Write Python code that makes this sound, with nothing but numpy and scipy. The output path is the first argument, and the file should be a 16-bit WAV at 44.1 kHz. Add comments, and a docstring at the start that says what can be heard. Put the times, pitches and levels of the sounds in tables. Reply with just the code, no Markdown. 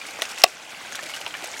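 """Water trickles nearby: a soft wash, a fizz of tiny ringing bubbles, drips and splashes.
Short sharp ticks sound, many with a drip, and a light knock rings wood. Then a heavy knife chops
through a thin stick on a log: the blade chatters through the fibres, and stick and log ring.
The chop overloads the close microphone; the gain control dips the water after it."""
import sys
import numpy as np
from scipy import signal
from scipy.io import wavfile
from scipy.ndimage import uniform_filter1d

SR = 44100
rng = np.random.default_rng(int(sys.argv[2]) if len(sys.argv) > 2 else 0)


def generate_wav(signal):
    """Clip the signal to [-1, 1] and save it as 16-bit WAV at the path in sys.argv[1]."""
    frames = np.transpose(np.atleast_2d(signal))
    scaled = np.clip(frames, -1, 1) * 32767
    pcm = np.round(scaled).astype(np.int16)
    wavfile.write(sys.argv[1], SR, pcm)


N = 70560
SPRAY_TOP_HZ = 6850


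def amp(db):
    return 10 ** (np.asarray(db) / 20)


def decay(t, t60_s):
    return amp(-60 * t / t60_s)


def unit_rms(x):
    return x / np.sqrt(np.mean(x ** 2) + 1e-20)


def curve_at(points, hz):
    f, value = np.transpose(points)
    return np.interp(np.log(hz + 1), np.log(f + 1), value)


def add(mix, start_s, sound):
    part = mix[round(start_s * SR):][:len(sound)]
    part += sound[:len(part)]


def butter(x, hz, kind):
    return signal.lfilter(*signal.butter(2, hz, kind, fs=SR), x)


def band_noise(n, low_hz, high_hz):
    return butter(butter(rng.standard_normal(n), low_hz, "high"), high_hz, "low")


def wash():
    """Running water: soft noise with drifting patches in its spectrum."""
    # f/Hz, relative spectral density/dB
    spectrum = [(18, -45), (30, 1.5), (100, -10.5), (194, -12), (252, -11), (280, -5.5), (374, -14),
                (702, -6), (889, -7), (988, -20.5), (1540, -4), (1810, -16.5), (1960, -5.5), (8080, -18.5),
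                (16000, -32.5)]
    hz = np.fft.rfftfreq(1024, 1 / SR)
    real, imag, patches = rng.standard_normal((3, len(hz), N // 256 + 5))
    patches = uniform_filter1d(patches, size=14, axis=0)
    patches_db = 2 * unit_rms(uniform_filter1d(patches, size=5, axis=1))
    frames = (real + 1j * imag) * amp(curve_at(spectrum, hz)[:, None] + patches_db)
    return amp(-40) * unit_rms(signal.istft(frames, nperseg=1024, noverlap=768)[1][:N])


def fizz():
    """Many tiny bubbles ring for a few cycles each, a few of them loud."""
    # f/Hz, bubble weight/dB
    weights = [(400, -7.5), (800, 0.5), (1500, 0), (2400, 5), (4500, -5.5), (7000, 1), (12000, -20.5),
               (15500, -29)]
    # flow: t/s, low-bubble level/dB, high-bubble level/dB
    flow = [(0.0, -46, -51), (0.284, -39.5, -47.5), (0.48, -39.5, -44), (0.748, -41, -52.5),
            (0.94, -43, -49.5), (1.086, -43.5, -49.5), (1.386, -40.5, -51), (1.6, -40.5, -40)]
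    rate_per_s, spread_db, cycles, split_hz = 2500, 3, 5.8, 5000
    strength = amp(spread_db * np.minimum(rng.exponential(1, N), 4))
    births = strength * (rng.random(N) < rate_per_s / SR)
    pitch_index = rng.integers(0, 40, N)
    t = np.arange(1500) / SR
    bands = np.zeros((2, N))
    for k, hz in enumerate(np.geomspace(400, 15500, num=40)):
        age = t * hz / cycles
        envelope = age * np.exp(-4 * age) * np.sqrt(hz) * amp(curve_at(weights, hz))
        bubble = envelope * np.sin(2 * np.pi * hz * t * (1 + 0.019 * age))
        bands[int(hz > split_hz)] += signal.oaconvolve(births * (pitch_index == k), bubble)[:N]
    times_s, *levels_db = np.transpose(flow)
    gains = [amp(np.interp(np.arange(N) / SR, times_s, db)) for db in levels_db]
    return sum(unit_rms(band) * gain for band, gain in zip(bands, gains))


def drips():
    """Each drop ticks, then rings a slightly rising bubble, blurred by spray."""
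    # t/s, level/dB, f/Hz, t60/s
    drops = [(0.014, -30, 2386, 0.06), (0.053, -30.5, 2180, 0.011), (0.09, -35, 2276, 0.066),
             (0.156, -36, 2540, 0.028), (0.252, -25, 2540, 0.019), (0.309, -36, 2340, 0.044),
             (0.355, -45, 2380, 0.021), (0.377, -28.5, 2640, 0.047), (0.72, -33, 2300, 0.048),
             (0.77, -35, 2080, 0.028), (0.849, -29, 1550, 0.026), (0.872, -35, 2320, 0.03),
             (0.922, -34, 1655, 0.058), (0.929, -34.5, 6460, 0.057), (0.948, -26, 1500, 0.018),
             (0.953, -36, 1493, 0.083), (0.976, -33, 2300, 0.018), (0.992, -28, 1760, 0.063),
             (1.027, -35.5, 593, 0.12), (1.096, -30, 2166, 0.082), (1.138, -30, 2900, 0.09),
             (1.17, -35, 1540, 0.05), (1.214, -23, 2840, 0.0086), (1.2645, -21.5, 2860, 0.022),
             (1.267, -31, 920, 0.07), (1.308, -30.5, 3150, 0.02), (1.34, -27.5, 2300, 0.063),
             (1.351, -31.5, 1750, 0.063), (1.406, -31.5, 1530, 0.023), (1.44, -39, 620, 0.088),
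             (1.539, -29, 2220, 0.042), (1.576, -32.5, 2120, 0.042), (1.595, -28.5, 2700, 0.037),
             (0.087, -27.5, 2680, 0.011), (.2125, -33, 5800, 0.05), (.2543, -25, 6040, 0.011),
             (1.21, -36.5, 770, 0.035), (0.22, -46, 6880, 0.027), (0.24, -31, 2720, 0.018),
             (.4185, -18.5, 5670, 0.0092), (0.17, -34, 505, 0.021), (1.341, -31.5, 2980, 0.035),
             (1.4572, -29.5, 6300, 0.014), (1.425, -35.5, 345, 0.073)]
    glide_per_t60, rise_s, snap = 0.054, 0.00061, 0.71
    t = np.arange(2000) / SR
    mix = np.zeros(N)
    for start_s, db, hz, t60_s in drops:
        bubble = np.sin(2 * np.pi * hz * t * (1 + glide_per_t60 * t / t60_s))
        blur = 0.47 * unit_rms(band_noise(len(t), hz / 1.04, hz * 0.63))
        envelope = np.minimum(t / rise_s, 1) * (decay(t, t60_s) + snap * decay(t, 0.0067))
        tick = amp(-6) * butter(rng.standard_normal(len(t)), SPRAY_TOP_HZ, "low") * decay(t, 0.0032)
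        add(mix, start_s, amp(db) * ((bubble + blur) * envelope + tick))
    return mix


def splashes():
    """Lumpy bursts of spray."""
    # t/s, level/dB, decay time/s, low cut/Hz
    bursts = [(0.064, -35, 0.015, 1520), (0.107, -37.5, 0.0074, 4000), (0.286, -35, 0.023, 2000),
              (0.308, -33.5, 0.017, 3040), (0.38, -34.5, 0.031, 1470), (0.702, -36, 0.015, 790),
              (0.922, -32.5, 0.003, 5070), (0.951, -32, 0.013, 3100), (1.025, -30.5, 0.016, 2520),
              (1.086, -37, 0.037, 1510), (1.133, -41, 0.063, 1500), (1.212, -33.5, 0.0099, 1010),
              (1.273, -38.5, 0.017, 2980), (1.439, -30.5, 0.011, 2500), (1.469, -36, 0.009, 2500),
              (0.236, -35.5, 0.029, 1190), (0.47, -35, 0.058, 500), (1.059, -37.5, 0.015, 3500),
              (1.161, -36, 0.017, 2500), (0.219, -32.5, 0.026, 1517), (1.565, -41.5, 0.03, 1500)]
    t = np.arange(4000) / SR
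    mix = np.zeros(N)
    for start_s, db, decay_s, low_hz in bursts:
        spray = band_noise(len(t), low_hz, SPRAY_TOP_HZ)
        lumps_db = 3.5 * unit_rms(uniform_filter1d(rng.standard_normal(len(t)), size=110))
        age = t / decay_s
        envelope = np.minimum(age / 0.17, 1) * np.exp(-age ** 2)
        add(mix, start_s, amp(db) * unit_rms(spray * amp(lumps_db)) * envelope)
    return mix


def sharp_ticks():
    """Short sharp ticks, many at the start of a drip: a ring of a cycle or two with a bright crack."""
    # t/s, ring level/dB, f/Hz, crack level/dB
    ticks = [(.1888, -24, 1150, -45), (.1904, -23, 680, -33), (.1967, -22, 1500, -36),
             (.2245, -26, 900, -27), (.3782, -22, 2700, -36), (.9237, -20, 1500, -36),
             (.9549, -30, 1500, -28), (.9912, -18, 1700, -42), (1.1385, -21, 2900, -38),
             (1.1705, -23, 1600, -38), (1.2638, -14, 2600, -40), (1.3408, -24, 2400, -45),
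             (1.0898, -30, 2500, -33), (1.1055, -28, 7500, -34), (1.1463, -24, 3500, -36),
             (1.1603, -25, 8000, -40), (1.2058, -27, 6000, -32), (1.2795, -26, 7500, -36),
             (1.3695, -27, 10500, -36), (1.4238, -22, 4500, -38), (1.4425, -26, 640, -31)]
    t60_cycles = 5
    t = np.arange(1000) / SR
    mix = np.zeros(N)
    for start_s, db, hz, crack_db in ticks:
        ring = -amp(db + 3) * decay(t, t60_cycles / hz) * np.sin(2 * np.pi * hz * t)
        crack = amp(crack_db) * band_noise(len(t), 4000, 11000) * decay(t, 0.008)
        add(mix, start_s, ring + crack)
    return mix


def struck_wood(modes, level_db, tilt_db_per_oct, crack_db):
    """A sharp push rings the wood's modes, with a crack of noise."""
    rise_cycles = 0.21
    t = np.arange(4000) / SR
    ring = np.zeros(len(t))
    for hz, db, t60_s in modes:
        envelope = (1 - np.exp(-t * hz / rise_cycles)) * decay(t, t60_s)
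        ring += amp(db + tilt_db_per_oct * np.log2(hz / 1000)) * envelope * np.sin(2 * np.pi * hz * t)
    crack = band_noise(len(t), 1500, 8000) * decay(t, 0.012)
    return amp(level_db) * ring + amp(crack_db) * crack


def knock():
    """A light blow on a smaller piece of wood."""
    # f/Hz, level/dB, t60/s
    modes = [(520, -24, .035), (660, -17, .04), (870, -19, .025), (1180, -18, .025), (1450, -16, .025),
             (1945, -11, .03), (2250, -14, .02), (2950, -12, .012), (3550, -1, .006), (3950, -7, .008),
             (6000, -12, .008), (8300, -12, .008), (10100, -14, .01), (12400, -22, .008)]
    mix = np.zeros(N)
    add(mix, start_s=0.2206, sound=struck_wood(modes, level_db=-6.5, tilt_db_per_oct=0, crack_db=-14))
    return mix


def blade_bite():
    """Stick-slip chatter through the fibres; its rate arches up and down."""
    # t/s, chatter f/Hz, level/dB
    cut = [(.43765, 2300, 5), (.4381, 4500, 5), (.4388, 5700, 5), (.4396, 4700, 2), (.4399, 4500, -6)]
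    times_s, hz, db = np.transpose(cut)
    t = np.arange(times_s[0], times_s[-1], 1 / SR)
    chatter = np.sin(2 * np.pi * np.cumsum(np.interp(t, times_s, hz)) / SR)
    grit = 0.34 * rng.standard_normal(len(t))
    mix = np.zeros(N)
    add(mix, times_s[0], amp(np.interp(t, times_s, db)) * (chatter + grit))
    return mix


def chop():
    """The knife's blows ring stick and log."""
    # t/s, level/dB, tilt about 1 kHz/(dB/octave), crack level/dB
    blows = [(.43978, 4, 0, -3), (.4414, -2, 1, -9), (.4642, -24, 2, -38)]
    # f/Hz, level/dB, t60/s
    modes = [(400, -13, .03), (460, -11, .03), (722, 2, .016), (820, -10, .02), (1130, -5.5, .02),
             (1400, -19, .02), (1650, -9, .018), (2060, -8, .02), (2720, 2, .015), (3780, -6, .012),
             (3980, -19, .035), (4250, -15, .015), (5650, -13, .014), (7300, -14, .012), (7880, -13, .012),
             (9000, -27, .022)]
    mix = np.zeros(N)
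    for start_s, *blow in blows:
        add(mix, start_s, struck_wood(modes, *blow))
    return mix


def scatter(x):
    """Short diffuse tail off log and ground; each band dies at its own rate."""
    # f/Hz, t60/s
    decay_times = [(200, 0.19), (700, 0.098), (2500, 0.1), (5000, 0.062), (10000, 0.058)]
    hz, t, frames = signal.stft(rng.standard_normal(8192), SR, nperseg=128)
    tail = signal.istft(frames * decay(t, curve_at(decay_times, hz)[:, None]), SR, nperseg=128)[1]
    return signal.fftconvolve(x, tail / np.linalg.norm(tail))[:N]


def scene():
    """Water, ticks and wood in mono; all but the wash pass the microphone's low cut."""
    water = fizz() + drips() + splashes()
    transients = butter(sharp_ticks() + knock() + blade_bite() + chop(), 330, "high")
    close = water + transients + amp(-15) * scatter(transients)
    return (wash() + butter(close, 292, "high"))[None]


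def record(dry):
    """Input clip, late gain control with slow recovery, rumble filter, second clip, band limit."""
    threshold_db, duck_db_per_db, recovery_db_per_s, lag_s = -20, 0.4, 40, 0.0052
    rumble_hz, top_hz = 160, 16200
    clipped = np.clip(dry, -1, 1)
    power = uniform_filter1d(clipped[0] ** 2, size=131, origin=65)
    power_db = 10 * np.log10(abs(power) + 1e-12)
    recovery_db = np.arange(N) * recovery_db_per_s / SR
    held_db = np.maximum.accumulate(power_db + recovery_db) - recovery_db
    over_db = np.maximum(held_db - threshold_db, 0)
    late_db = uniform_filter1d(np.r_[np.zeros(round(lag_s * SR)), over_db][:N], size=20)
    ducked = butter(clipped / amp(duck_db_per_db * late_db), rumble_hz, "high")
    taps = signal.firwin(511, top_hz, window=("kaiser", 9), fs=SR)
    return signal.oaconvolve(np.clip(ducked, -1, 1), taps[None], "same")


dry = scene()
out = record(dry)
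generate_wav(out)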